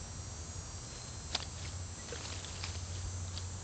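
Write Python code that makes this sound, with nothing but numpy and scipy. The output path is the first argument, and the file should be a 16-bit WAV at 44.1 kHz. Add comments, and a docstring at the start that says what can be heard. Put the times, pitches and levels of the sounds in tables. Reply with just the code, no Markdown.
"""Deer walking off over dry leaf litter

Hooves press filtered grains and tiny rings of leaf crackle; twigs snap as click, ring and dull body; wood knocks.
Far insects hiss as narrow noise over forest air, with an engine-like drone of wavering sines and noise rumble.
A thin, electronic-sounding whine of high partials creeps up in pitch."""
import sys
import numpy as np
from scipy import signal
from scipy.fft import rfft, irfft, next_fast_len
from scipy.io import wavfile
from scipy.ndimage import map_coordinates

SR = 44100
rng = np.random.default_rng(int(sys.argv[2]) if len(sys.argv) > 2 else 0)


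def digitize_waveform(pressure):
    """Quantize a signal to 16-bit integers and store it at the path in sys.argv[1].

    Rows of a 2-D input are taken as channels; values are limited to [-1, 1].
    """
    field = np.atleast_2d(pressure).T
    bounded = np.clip(field, -1, 1)
    quanta = np.round(bounded * 32767).astype(np.int16)
    wavfile.write(sys.argv[1], SR, quanta)


N = 160083

# Weaker tones around the drone: pitch_hz, mean_level_db
HUMS = [(77, -54), (121, -60.5), (156, -68.5), (226, -68.5)]
# Drone level curve, before DRONE_GAIN_DB and waver: time_s, level_db
DRONE_LEVELS = [(0, -53.5), (1.4, -55), (1.85, -46), (2.1, -56.5), (2.6, -48), (3.15, -43), (3.4, -44.5),
                (3.63, -52.5)]
# Spectrum of the low rumble: freq_hz, relative_gain_db
RUMBLE_SPECTRUM = [(20, -18), (33, -16.5), (48, 2.5), (62, -3), (85, 1), (120, -2), (170, -8), (300, -25),
                   (700, -57.5)]
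# Whine partials: pitch_multiple, base_level_db, swell_times_s, fade_times_s
WHINE_PARTIALS = [(8, -71, [.92, 1.02, 1.2, 1.48], []), (8.19, -73.5, [.15], []),
                  (9, -68.5, [.38, .78, 1.48, 2.7, 3.05], [1]), (10, -69.5, [1, 1.25, 1.65, 2.85], []),
                  (11, -65.5, [.05, .3, .62, .82], [2.2, 2.3]), (11.19, -64.5, [], [0.5]),
                  (11.5, -73.5, [.85, 2.1], []), (12, -63.5, [.4, 2.12, 2.75, 3.15], [0.61]),
                  (12.19, -65, [1.1], [.2]), (12.5, -73.5, [0.56, 2.5], [.3]), (13, -61, [0.58], [0, 1.89]),
                  (14, -70, [3.4, 3.5], [])]
# Spectrum of the forest air: freq_hz, relative_gain_db
AIR_SPECTRUM = [(100, -5), (250, 3), (450, 1), (800, -0.5), (1300, -2.5), (2000, -8.5), (3000, -10),
                (4500, -7), (6500, -10), (8500, -13)]
# Spectrum of the insect hiss: freq_hz, relative_gain_db
INSECT_SPECTRUM = [(4000, -30.5), (6000, -29), (7000, -5.5), (7300, -0.5), (7580, 4.5), (7750, -7),
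                   (8100, -5.5), (8500, -17), (9000, -16)]
# Twigs and leaf stems breaking: start_s, nominal_level_db, ring_hz, body_db (sets dull body and crack)
SNAPS = [(0.559, -39, 5300, -20), (.782, -42, 1730, 0), (1.018, -38, 4140, -3), (1.330, -33, 3920, -12),
         (1.3476, -22, 3450, -15), (1.3488, -24, 5500, -14), (1.3504, -12.5, 3750, -16),
         (1.3512, -19, 4850, -20), (1.353, -21, 4130, -10), (1.3543, -20.5, 5100, -14),
         (1.3606, -25.5, 4540, -1), (1.4027, -30, 2830, -1), (1.4253, -25.5, 4650, -15),
         (1.4292, -27, 3380, -16), (1.5345, -42, 4600, -5), (1.544, -42, 5200, -5), (1.597, -37, 4230, -10),
         (1.6315, -39, 3600, -3), (1.689, -37, 3100, -8), (2.086, -36, 1950, -12),
         (2.0875, -33.5, 4300, -12), (2.130, -35, 2700, -5), (2.158, -31, 1870, -8),
         (2.160, -30.5, 3200, -8), (2.209, -34.5, 1270, -4), (2.2532, -32, 2800, -4),
         (2.2555, -31, 4200, -14), (2.259, -32.5, 3900, -6), (2.303, -33.5, 4120, -4),
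         (2.322, -33.5, 2460, -3), (2.327, -32.5, 4800, -4), (2.358, -36, 4000, -6),
         (2.3915, -35, 3900, -12), (2.446, -25.5, 3500, -16), (2.6112, -32.5, 4600, -14),
         (2.634, -31, 5020, -9), (2.6393, -25, 4850, -5), (2.6397, -23.5, 2390, -15),
         (2.650, -30.5, 5030, -9), (2.754, -32, 4300, -10), (2.952, -38, 3770, -11), (3.28, -35, 3830, -20),
         (3.364, -33.5, 3800, -20), (3.3755, -22.5, 4550, -28), (3.379, -31, 3700, -20),
         (3.3818, -29, 3250, -20)]
# Bright part of a snap: freq_hz, relative_gain_db
CRACK_SPECTRUM = [(300, -9), (1500, -6), (3400, -5), (5300, -6.5), (6500, -7), (8000, -28.5)]
# Dull part of a snap: freq_hz, relative_gain_db
BODY_SPECTRUM = [(150, -24), (400, -7.5), (750, 10), (1800, -1), (3000, -10), (8000, -20)]
# Soft low thuds: start_s, length_s, pitch_hz, peak_db
THUDS = [(.564, 0.055, 65.3, -38), (3.03, 0.068, 58, -36)]
# Hooves in leaves: peak_s, level_db, rise_s, fall_s, soft_litter_db (relative, before LITTER_DB)
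STEPS = [(.96, -58.5, 0.17, 0.16, 4), (1.075, -58.5, 0.025, 0.13, -8), (1.351, -44.5, 0.036, 0.046, 0),
         (1.425, -50.5, 0.047, 0.037, -4), (1.656, -52, 0.17, 0.11, 1), (2.14, -52.5, 0.2, 0.2, 2),
         (2.26, -49, 0.07, 0.072, -1), (2.349, -52, 0.14, 0.32, 1.5), (2.45, -57, 0.077, 0.11, -5.5),
         (2.56, -54, 0.21, 0.19, 2.5), (2.644, -49.5, 0.073, 0.15, -1.5), (2.76, -55.5, 0.068, 0.063, 1),
         (2.969, -55.5, 0.18, 0.15, 1.5), (3.38, -50.5, 0.052, 0.06, -4.5)]
# Crisp top layer of leaves: freq_hz, relative_gain_db
LEAF_SPECTRUM = [(300, -27.5), (1200, -17.5), (2400, -13.5), (4200, 5), (5300, 2), (7000, 3.5),
                 (8500, -19.5)]
# Soft litter beneath: freq_hz, relative_gain_db
LITTER_SPECTRUM = [(150, -11), (350, -1.5), (900, -6.5), (1700, -7.5), (3000, -10.5), (6000, -25)]
# Faint squeaks: start_s, length_s, pitch_hz, peak_db
SQUEAKS = [(2.2, 0.018, 897, -51), (1.975, 0.056, 1950, -52.5)]
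# Hoof knocking on fallen wood: start_s, nominal_level_db
KNOCKS = [(2.123, -34.5)]
# Modes of the fallen wood: pitch_hz, relative_level_db, t60_s
WOOD_MODES = [(478, 2.5, 0.06), (1553, -8.5, .06), (1860, -11, 0.03)]
# Final treble roll-off: freq_hz, gain_db
ROLL_OFF = [(7900, 0), (8400, 0.5), (8800, -13), (9150, -48)]

DRONE_HZ, DRONE_GAIN_DB, DRONE_WAVER_DB, DRONE_DRIFT_RAD = 90.14, 1, 1.7, .42
RUMBLE_DB, AIR_DB, INSECTS_DB = -50, -52, -54.5
WHINE_START_HZ, WHINE_RISE_HZ_PER_S = 516.15, 1.32  # reference pitch that the partials multiply
WHINE_WAVER_DB, WHINE_WAVER_KNOTS_PER_S = 1.5, 6
SWELL_DB, FADE_DB, SWELL_WIDTH_S = 7, 9, .13
CLICK_DB, CRACK_DB, CRACK_DB_PER_BODY_DB, CRACK_T60_S = 2, -6.5, .4, .0036
SPLINTER_DB, SPLINTER_T60_S = -26, .024
BODY_GAIN_DB, BODY_T60_S = -4, .009
RING_T60_S, RING_ROUGH_RAD = .0115, 0.21
STEP_FADE_DB = 14.5  # drop over one rise_s or fall_s
CRACKLE_DB, CLUMP_DB, LITTER_DB = -1.5, 1.5, -2
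GRAINS_PER_S, GRAIN_SPREAD_DB = 2600, 2.5
CRACKLES_PER_S, CRACKLE_CYCLES = 240, 20  # length and T60, in cycles
CRACKLE_HZ, CRACKLE_SPREAD_OCTAVES = 3890, 0.43
FOREST_DB, FOREST_T60_S = -17, 0.13
TOP_HZ = 9150


def amp(db):
    """Decibels to gain."""
    return 10 ** (np.asarray(db) / 20)


def unit(x):
    """Scale to rms 1."""
    return x / np.sqrt(np.mean(x ** 2) + 1e-20)


def wobble(knots_per_s):
    """Smooth random curve through normally distributed knots."""
    knots = rng.standard_normal(int(N * knots_per_s / SR) + 4)
    return map_coordinates(knots, [np.arange(N) * knots_per_s / SR])


def colour(x, spectrum):
    """Filter by (freq_hz, gain_db) points on a log frequency axis."""
    size = next_fast_len(N + 8192)
    freq_hz, gain_db = np.transpose(spectrum)
    log_bins = np.log(np.fft.rfftfreq(size, 1 / SR) + 1)
    gain = amp(np.interp(log_bins, np.log(freq_hz), gain_db))
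    return irfft(rfft(x, size) * gain, size)[:N]


def noise(spectrum):
    """Coloured noise of rms 1."""
    return unit(colour(rng.standard_normal(N), spectrum))


def decay(t, t60_s):
    """Exponential fall of 60 dB in t60_s."""
    return np.exp(-np.log(1000) * t / t60_s)


def add(track, start_s, sound):
    """Mix a sound into the track, cut at the track's end."""
    part = track[round(start_s * SR):][:len(sound)]
    part += sound[:len(part)]


def tone(cycles, rms_db, drift_rad, knots_per_s):
    """Sine of given rms level and random start phase, its phase wandering."""
    phase = 2 * np.pi * (cycles + rng.random()) + drift_rad * wobble(knots_per_s)
    return np.sqrt(2) * amp(rms_db) * np.sin(phase)


def blips(rows):
    """Short sines under sine-squared envelopes."""
    out = np.zeros(N)
    for start_s, length_s, pitch_hz, peak_db in rows:
        t = np.arange(int(length_s * SR)) / SR
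        envelope = np.sin(np.pi * t / length_s) ** 2
        add(out, start_s, amp(peak_db) * envelope * np.sin(2 * np.pi * pitch_hz * t))
    return out


def drone():
    """Distant low sine of wavering level and phase, with weaker unsteady hums."""
    t = np.arange(N) / SR
    level_db = np.interp(t, *np.transpose(DRONE_LEVELS)) + DRONE_GAIN_DB + DRONE_WAVER_DB * wobble(11)
    out = tone(DRONE_HZ * t, level_db, DRONE_DRIFT_RAD, knots_per_s=4.8)
    for pitch_hz, hum_db in HUMS:
        out += tone(pitch_hz * t, hum_db + 2.15 * wobble(5.1), drift_rad=1.0, knots_per_s=5.934)
    return out


def rumble():
    """Steady low-frequency noise."""
    return amp(RUMBLE_DB) * noise(RUMBLE_SPECTRUM)


def whine():
    """High partials glide up together; each wavers, swells and fades on its own."""
    t = np.arange(N) / SR
    cycles = np.cumsum(WHINE_START_HZ + WHINE_RISE_HZ_PER_S * t) / SR

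    def bumps(times_s):
        """Sum of bell curves centred on the given times."""
        return sum(np.exp(-((t - time_s) / SWELL_WIDTH_S) ** 2) for time_s in times_s)

    out = np.zeros(N)
    for multiple, base_db, swells_s, fades_s in WHINE_PARTIALS:
        level_db = base_db + SWELL_DB * bumps(swells_s) - FADE_DB * bumps(fades_s)
        level_db = level_db + WHINE_WAVER_DB * wobble(WHINE_WAVER_KNOTS_PER_S)
        out += tone(multiple * cycles, level_db, drift_rad=0.21, knots_per_s=18)
    return out


def forest_air():
    """Broad noise of slightly wavering level."""
    return amp(AIR_DB + 0.18 * wobble(4.15)) * noise(AIR_SPECTRUM)


def insects():
    """Far insects merge into a narrow, high, slightly wavering hiss."""
    return amp(INSECTS_DB + 0.75 * wobble(9)) * noise(INSECT_SPECTRUM)


def snaps():
    """A break clicks and cracks, rings briefly, thumps dully and trails splinters; more body adds crack."""
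    out, t = np.zeros(N), np.arange(SR // 20) / SR
    bright = np.tanh(noise(CRACK_SPECTRUM)) / 0.65
    dull = np.tanh(noise(BODY_SPECTRUM)) / 0.65
    impulse = np.arange(N) == SR // 2000  # 0.5 ms in
    click = colour(impulse, CRACK_SPECTRUM)[:len(t)]
    click = amp(CLICK_DB) * click / click.max()
    onset = 1 - np.exp(-t / 0.00018)
    for start_s, level_db, ring_hz, body_db in SNAPS:
        here = slice(round(start_s * SR), round(start_s * SR) + len(t))
        roughness = RING_ROUGH_RAD * dull[here][::-1]
        ring = np.sin(2 * np.pi * ring_hz * t + roughness) * decay(t, RING_T60_S)
        crack = click + bright[here] * decay(t, CRACK_T60_S)
        crack = amp(CRACK_DB + CRACK_DB_PER_BODY_DB * body_db) * crack
        splinters = amp(SPLINTER_DB) * bright[here] * decay(t, SPLINTER_T60_S)
        body = amp(body_db + BODY_GAIN_DB) * dull[here] * decay(t, BODY_T60_S)
        add(out, start_s, amp(level_db) * onset * (0.63 * ring + crack + splinters + body))
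    return out


def thuds():
    """Soft low thuds as brief bass sines."""
    return blips(THUDS)


def grains(spectrum):
    """Dense rain of tiny fractures of random sign and uneven size, rms 1."""
    size_db = GRAIN_SPREAD_DB * np.minimum(rng.exponential(size=N), 2.5)
    sizes = amp(size_db) * rng.choice([-1, 1], N)
    hits = rng.random(N) < GRAINS_PER_S / SR
    return unit(colour(sizes * hits, spectrum))


def crackles():
    """Single leaves buckle, each with a tiny ring of its own pitch; rms 1."""
    out = np.zeros(N)
    for when, pitch, size in rng.random((int(CRACKLES_PER_S * N / SR), 3)):
        spread = np.clip(np.log(pitch / (1 - pitch)) / 2, -3, 2)  # logistic
        pitch_hz = CRACKLE_HZ * 2 ** (CRACKLE_SPREAD_OCTAVES * spread)
        length_s = CRACKLE_CYCLES / pitch_hz
        t = np.arange(int(SR * CRACKLE_CYCLES / pitch_hz)) / SR
        gain = amp(-GRAIN_SPREAD_DB * np.log(size + .08))
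        add(out, when * N / SR, gain * np.sin(2 * np.pi * pitch_hz * t) * decay(t, length_s))
    return unit(out)


def leaves():
    """Under each hoof, crisp leaves crackle in clumps and the softer litter beneath gives way."""
    t = np.arange(N) / SR
    crisp, soft = np.zeros(N), np.zeros(N)
    for peak_s, level_db, rise_s, fall_s, litter_db in STEPS:
        distance = np.maximum((peak_s - t) / rise_s, (t - peak_s) / fall_s)
        press = amp(level_db - STEP_FADE_DB * distance)
        crisp = np.hypot(crisp, press)  # steps add in power
        soft = np.hypot(soft, press * amp(litter_db))
    clumps = unit(amp(CLUMP_DB * wobble(70)))
    top_layer = crisp * (grains(LEAF_SPECTRUM) + amp(CRACKLE_DB) * crackles())
    return clumps * (top_layer + amp(LITTER_DB) * soft * grains(LITTER_SPECTRUM))


def squeaks():
    """Faint squeaks as brief sines."""
    return blips(SQUEAKS)


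def knocks():
    """A fallen branch rings briefly in a few decaying modes."""
    out, t = np.zeros(N), np.arange(SR // 4) / SR
    onset = 1 - np.exp(-t / 0.0011)
    ring = np.zeros(len(t))
    for pitch_hz, mode_db, t60_s in WOOD_MODES:
        ring += amp(mode_db) * np.sin(2 * np.pi * pitch_hz * t) * decay(t, t60_s)
    for start_s, level_db in KNOCKS:
        add(out, start_s, amp(level_db) * ring * onset)
    return out


def forest_echo(x):
    """Trunks scatter a short, weak echo: convolution with decaying noise."""
    t = np.arange(SR // 2) / SR
    tail = rng.standard_normal(len(t)) * decay(t, FOREST_T60_S) * (1 - np.exp(-t / 0.0047))
    return amp(FOREST_DB) * signal.fftconvolve(x, tail / np.linalg.norm(tail))[:N]


def scene():
    """The deer's sounds and their echo over thuds and background."""
    background = drone() + rumble() + whine() + forest_air() + insects()
    deer = snaps() + leaves() + squeaks() + knocks()
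    return (background + deer + forest_echo(deer) + thuds())[None]


def record(dry):
    """Roll off the treble and remove everything from TOP_HZ up."""
    spectrum = rfft(colour(dry[0], ROLL_OFF), 2 * N)
    in_band = np.fft.rfftfreq(2 * N, 1 / SR) < TOP_HZ
    return irfft(spectrum * in_band)[None, :N]


dry = scene()
out = record(dry)
digitize_waveform(out)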